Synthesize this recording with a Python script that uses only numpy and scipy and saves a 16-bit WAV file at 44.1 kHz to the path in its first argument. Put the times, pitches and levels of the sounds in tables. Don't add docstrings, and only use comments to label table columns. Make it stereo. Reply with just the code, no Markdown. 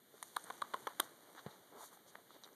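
import sys
import numpy as np
from scipy import signal
from scipy.fft import rfft, irfft, next_fast_len
from scipy.io import wavfile
from scipy.ndimage import uniform_filter1d

SR = 44100
rng = np.random.default_rng(int(sys.argv[2]) if len(sys.argv) > 2 else 0)


def makeup_ratio(level_db):
    decades = np.asarray(level_db, float) / 20
    return 10 ** decades


def bounce(signal):
    frames = np.transpose(np.atleast_2d(signal))
    limited = np.clip(frames, -1, 1)
    pcm = np.round(limited * 32767).astype(np.int16)
    wavfile.write(sys.argv[1], SR, pcm)


N = 112454

# [Hz, dB]
PORT_DIFFERENCE = [
    (100, -10),
    (1000, -1.5),
    (3000, 1.5),
    (10000, -0.5),
]


def curve(table, x):
    hz, db = np.array(table, float).T
    return np.interp(np.log(np.maximum(x, 1)), np.log(hz), db)


def unit(x):
    return x / np.sqrt(np.mean(x ** 2))


def band(x, hz, q):
    b, a = signal.iirpeak(min(hz, .4 * SR), max(q, .3), fs=SR)
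    return signal.lfilter(b, a, x)


def two_bands(x, hz, q, second_q):
    return band(band(x, hz, q), hz, second_q)


def add(out, start_s, x):
    i = max(int(start_s * SR), 0)
    out[:, i:i + x.shape[1]] += x[:, :N - i]


def mid_side(mid, side):
    return np.array([[mid], [side]])


def walk(rate_hz):
    hold = int(SR / rate_hz)
    steps = np.repeat(rng.standard_normal(N // hold + 1), hold)
    smooth = uniform_filter1d(uniform_filter1d(steps, hold), hold)
    return unit(smooth[:N])


def grainy(count):
    grains_per_s, grain_db, spread_db, decay_s = 500, -8, 3.5, 0.00073
    sizes = makeup_ratio(spread_db * np.minimum(rng.exponential(size=count), 2.5))
    kicks = (rng.random(count) < grains_per_s / SR) * sizes
    envelope = signal.lfilter([1], [1, -np.exp(-1 / (decay_s * SR))], kicks)
    return unit(rng.standard_normal((2, count)) * (1 + makeup_ratio(grain_db) * envelope))


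def camera():
    # [Hz, dB per Hz]
    hiss_colour = [
        (30, -10.5),
        (150, -1.5),
        (400, -6.5),
        (900, -27.5),
        (2500, -18.5),
        (6000, -28),
        (14000, -19.5),
    ]
    hiss_db, hum_hz, hum_db, hum_fall_db, whine_hz, whine_db = -61.5, 93.6, -77, -1.5, 12094, -76
    t, f = np.arange(N) / SR, np.fft.rfftfreq(N, 1 / SR)
    spectrum = rfft(rng.standard_normal((2, N))) * makeup_ratio(curve(hiss_colour, f))
    hiss = unit(irfft(spectrum, N)) * makeup_ratio(hiss_db)
    hum = 0
    for k in range(5):
        hum = hum + makeup_ratio(hum_db + hum_fall_db * k) * np.cos(2 * np.pi * hum_hz * (k + 2) * t)
    whine_level = makeup_ratio(whine_db + 2 * walk(13))
    whine = whine_level * np.sin(2 * np.pi * np.cumsum(whine_hz + 3 * walk(30)) / SR)
    return hiss + np.array([whine, hum + 1.5 * np.roll(whine, 1)])


def cloth():
    # [s, dB, dB per octave]
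    stirring = [(0.0, -81.5, -0.5), (0.17, -66, 1.5), (0.36, -60.5, 1.5), (0.6, -62.5, 0), (0.89, -60, 0.5),
                (1.07, -64, 0), (1.2, -66.5, 0), (1.33, -65, 0), (1.5, -65, 0), (1.62, -68, 0),
                (1.75, -67, 0), (1.88, -66, 0), (2.03, -75, 0), (2.12, -71, 0), (2.25, -72, 0),
                (2.37, -69, 0), (2.47, -70, 0), (2.55, -75, 0)]
    # [Hz, dB per Hz]
    cloth_colour = [
        (60, -22),
        (150, 4),
        (400, -2),
        (1000, -21.5),
        (2000, -14),
        (4000, -26),
        (8000, -15),
        (14000, -22.5),
    ]
    t, start_s, level_db, tilt_db = np.arange(N) / SR, *np.array(stirring).T
    tilt_db = np.interp(t, start_s, tilt_db)
    out, noise, gust_db = 0, grainy(N), 1.2 * walk(14)
    for hz in 70 * 2 ** np.arange(0, 7.8, .5):
        db = curve(cloth_colour, hz) + 2.2 * walk(18) + gust_db + tilt_db * np.log2(hz / 1500)
        out = out + band(noise, hz, 1.77) * makeup_ratio(db + mid_side(0, curve(PORT_DIFFERENCE, hz)))
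    return out * makeup_ratio(11.5 + np.interp(t, start_s, level_db))


def swishes():
    # [s, s, dB, Hz]
    slides = [(0.267, 0.097, -63.5, 8600), (.39, 0.056, -69.5, 1070), (0.472, 0.054, -59, 1200),
              (0.649, 0.033, -57.5, 1070), (0.766, 0.035, -66, 1100), (.90, 0.064, -57, 1030),
              (1.036, 0.078, -59.5, 8000), (1.05, 0.11, -62, 1120), (1.384, 0.055, -56, 1204),
              (1.389, 0.047, -61, 3700), (1.478, .06, -57.5, 890), (1.80, .16, -59.5, 800),
              (1.836, 0.13, -54.5, 8640), (1.93, 0.054, -64.5, 850), (2.089, .05, -62, 5700),
              (2.468, 0.073, -69, 650), (1.304, 0.086, -64.5, 334), (1.547, 0.073, -67, 332),
              (1.763, .11, -54, 370), (2.19, .05, -62, 400), (2.07, .05, -64, 380), (2.52, .05, -63, 380),
              (1.81, .1, -64, 3600), (2.336, 0.11, -66, 3250), (2.455, .015, -61, 3600),
              (1.943, 0.069, -61.5, 10500), (1.512, 0.065, -66, 3200), (2.362, 0.065, -59, 370),
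              (0.152, 0.037, -73, 690), (1.027, 0.044, -76, 3600), (1.835, .05, -56, 700)]
    out, noise = np.zeros((2, N)), grainy(N)
    for middle_s, length_s, db, hz in slides:
        count = int(2 * length_s * SR)
        i = int(middle_s * SR * 0.89)
        slide = unit(two_bands(noise[:, i:i + count], hz, 0.87, 0.87)) * np.hanning(count) ** 2.4
        add(out, middle_s - length_s, slide * makeup_ratio(mid_side(db, db + curve(PORT_DIFFERENCE, hz))))
    return out


def bumps():
    # [s, peak dB, Hz]
    hand_knocks = [
        (1.60, -46, 100),
        (1.831, -51, 150),
        (1.99, -54, 130),
        (2.152, -44, 200),
    ]
    out, t = np.zeros((2, N)), np.arange(4000) / SR
    decay_cycles = 1.5
    for start_s, db, hz in hand_knocks:
        knock = makeup_ratio(db) * np.sin(2 * np.pi * hz * t) * np.exp(-t * hz / decay_cycles)
        add(out, start_s, knock * mid_side(.3, 1))
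    return out


def rings():
    # [s, peak dB, Hz, s]
    hollow_notes = [(.3680, -20.5, 1150, 0.008), (.5058, -35, 1080, 0.018), (.6214, -24, 1120, 0.017),
                    (.7427, -26, 1060, .022), (.7408, -31, 1150, .008), (.7545, -46, 950, .04),
                    (0.8741, -33, 1060, 0.034), (1.0030, -33, 1120, 0.028), (.9982, -28, 1150, .006),
                    (.140, -48.5, 406, 0.052), (0.9977, -26.5, 365, 0.021), (.6185, -38, 500, 0.016),
                    (0.7375, -40, 480, 0.018), (.364, -42, 350, .015), (0.87, -33.5, 450, 0.015),
                    (1.117, -49.5, 360, 0.065), (1.347, -47.5, 310, 0.058), (1.460, -27.5, 140, 0.077),
                    (1.4625, -38, 400, .03), (0.5016, -35, 480, .02), (0.82, -42.5, 125, 0.068),
                    (.44, -45, 110, 0.07), (1.722, -47.5, 405, 0.063), (1.832, -49, 610, .015),
                    (.741, -37, 275, 0.036), (1.971, -55, 790, 0.023), (2.3055, -48, 1180, 0.011),
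                    (2.4637, -47, 430, 0.02), (2.4535, -51, 480, .025), (2.4762, -50, 500, .015),
                    (2.489, -51, 480, .015), (1.380, -50, 1330, .03), (1.806, -52, 860, .04),
                    (1.919, -55, 480, .03), (2.312, -53, 400, .03)]
    # [s, peak dB, Hz]
    tip_knocks = [(.2272, -42, 3300), (0.2282, -39, 2260), (.2305, -47, 4000), (1.4633, -38, 1350),
                  (1.4695, -47, 1500), (2.1548, -47, 3400), (.3668, -37, 4400), (.9990, -32, 4800),
                  (.3639, -36, 3600), (.3660, -31, 3660), (.5028, -41.5, 3630), (0.506, -43, 3600),
                  (.6186, -39, 2100), (.6194, -34, 3800), (.6217, -36, 3300), (0.7379, -36, 3330),
                  (.7410, -34, 3270), (.7430, -36, 3200), (.8704, -35, 3300), (.8730, -34.5, 3340),
                  (0.9979, -29, 3240), (0.9995, -27, 3300), (1.0008, -18.5, 3520), (2.1548, -37.5, 1780),
                  (2.4363, -47, 3900), (2.4378, -47, 3900), (2.4410, -47, 3900), (2.4425, -49, 3900),
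                  (2.4445, -47, 3800), (2.4458, -47, 3800), (2.4365, -53, 6100), (1.0010, -26, 4800),
                  (2.5310, -54, 6000), (.9981, -33, 6000), (1.0012, -32, 5900), (.8738, -42, 6000),
                  (2.4448, -51, 6100)]
    knock_db, knock_t60_s = 2.5, .0045
    rise_cycles, side_db, thud_rough = 0.51, -8.5, 0.44
    out, t = np.zeros((2, N)), np.arange(6000) / SR
    notes = list(hollow_notes) + [(s, db + knock_db, hz, knock_t60_s) for s, db, hz in tip_knocks]
    for start_s, db, hz, t60_s in notes:
        tone = np.sin(2 * np.pi * hz * t)
        if hz < 900:
            tone = tone + thud_rough * unit(two_bands(rng.standard_normal(len(t)), 1.14 * hz, 1.1, 1.1))
        note = tone * np.clip(t * hz / rise_cycles, 0, 1) * makeup_ratio(db - 60 * t / t60_s)
        add(out, start_s, note * makeup_ratio(mid_side(0, side_db + 4.9 * np.log2(hz / 1000))))
    return out


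def claws():
    # [s, dB, dB, crack centre Hz]
    ticks = [(.2270, -32.5, -28.5, 9500), (0.228, -31.5, -26.5, 9700), (0.3639, -28.5, -34, 9200),
             (.3657, -31, -29, 9200), (.3662, -40, -30, 12000), (.3668, -25, -33, 9100),
             (.3680, -30, -38, 9500), (0.4402, -60, -35, 9200), (.4411, -60, -37, 8800),
             (0.5017, -27, -44, 9500), (.5030, -30, -42, 9600), (.5057, -28, -46, 11500),
             (.6181, -30, -42, 9100), (.6190, -32, -44, 9200), (0.6197, -32, -36, 9300),
             (0.6216, -32, -38, 9300), (0.7373, -25.5, -48, 9000), (0.7407, -26, -40, 9400),
             (.7422, -30, -39, 9400), (0.8704, -21, -42, 9200), (0.8727, -22, -35, 11700),
             (.8729, -40, -36, 9200), (0.9977, -27, -25, 9200), (.9981, -20, -30, 9300),
             (0.9992, -29, -28, 9102), (1.0005, -22, -24, 11000), (1.0012, -20, -15, 9000),
             (1.0013, -28, -15, 12000), (1.4636, -30, -60, 4000), (1.4695, -42, -52, 4000),
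             (.2298, -55, -40, 6600), (.2312, -55, -38, 8800), (.2322, -55, -40, 6600),
             (.2395, -60, -45, 9000), (2.1515, -42, -67, 3500), (2.1548, -32, -67, 3500),
             (2.4363, -43.5, -39.5, 5700), (2.4439, -52, -42.5, 5800), (2.4528, -50, -54, 9500),
             (2.4635, -44, -46, 12800), (2.4760, -44, -50, 8000), (2.4887, -45, -50, 10500),
             (1.8325, -42, -55, 8000), (1.350, -44, -60, 4000), (1.363, -48, -60, 4000),
             (1.975, -50, -62, 4000), (2.3065, -46, -60, 4000)]
    push_s, snap_s, push_side_db = 0.00032, .00008, -7.5
    crack_s, crack_q, crack_rough, crack_gain_db, crack_side_db = .0006, 2.0, 1.6, -2.5, -0.5
    out, t = np.zeros((2, N)), np.arange(400) / SR
    loading, release = np.sin(np.pi / 2 * t / push_s) ** 2, np.exp(-(t - push_s) / snap_s)
    push = np.where(t < push_s, loading, release)
    push = signal.lfilter(*signal.butter(1, 450, "high", fs=SR), push)
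    push = np.array([push, makeup_ratio(push_side_db) * 4 * np.gradient(push)])
    for start_s, push_db, crack_db, hz in ticks:
        tone = np.array([np.sin(2 * np.pi * hz * t), np.cos(2 * np.pi * hz * t)])
        rough = tone + crack_rough * rng.standard_normal((2, len(t)))
        burst = rough * t / crack_s * np.exp(-2 * t / crack_s)
        crack = two_bands(burst, hz, crack_q, crack_q / 2)
        crack = crack / np.abs(crack).max(axis=1, keepdims=True) * makeup_ratio(mid_side(0, crack_side_db))
        crack = crack * mid_side(1, hz / 8500)
        add(out, start_s, makeup_ratio(push_db) * push + makeup_ratio(crack_db + crack_gain_db) * crack)
    return out


def room(x):
    t60_s, level_db, top_hz = .16, -23, 5000
    t = np.arange(int(.25 * SR)) / SR
    tail = rng.standard_normal((2, len(t))) * makeup_ratio(-60 * t / t60_s) * np.clip(t / 0.0013, 0, 1)
    tail = signal.lfilter(*signal.butter(1, top_hz, fs=SR), tail)
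    tail = tail / np.sqrt(np.sum(tail ** 2, axis=1, keepdims=True))
    return makeup_ratio(level_db) * signal.fftconvolve(x, tail, axes=1)[:, :N]


def scene():
    hits = claws() + rings()
    mid, side = camera() + cloth() + swishes() + bumps() + hits + room(hits)
    return np.array([mid + side, mid - side])


def roll_off(x):
    return signal.sosfilt(signal.butter(12, 15010, fs=SR, output="sos"), x)


def record(dry):
    notch_hz, cross_top_hz, cross_treble = 2605, 4900, .52
    n = next_fast_len(N + 512)
    f = np.fft.rfftfreq(n, 1 / SR)
    delay = np.exp(-2j * np.pi * f / notch_hz)
    dulling = cross_treble + (1 - cross_treble) / (1 + (f / cross_top_hz) ** 8)
    ports = rfft(dry, n)
    wide = irfft(ports - delay * dulling * ports[::-1], n)[:, :N] * .6
    wide = signal.sosfilt(signal.butter(3, 80, "high", fs=SR, output="sos"), wide)
    wide = signal.sosfilt(signal.ellip(6, .3, 24, 13850, fs=SR, output="sos"), wide)
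    return roll_off(wide)


dry = scene()
out = record(dry)
bounce(out)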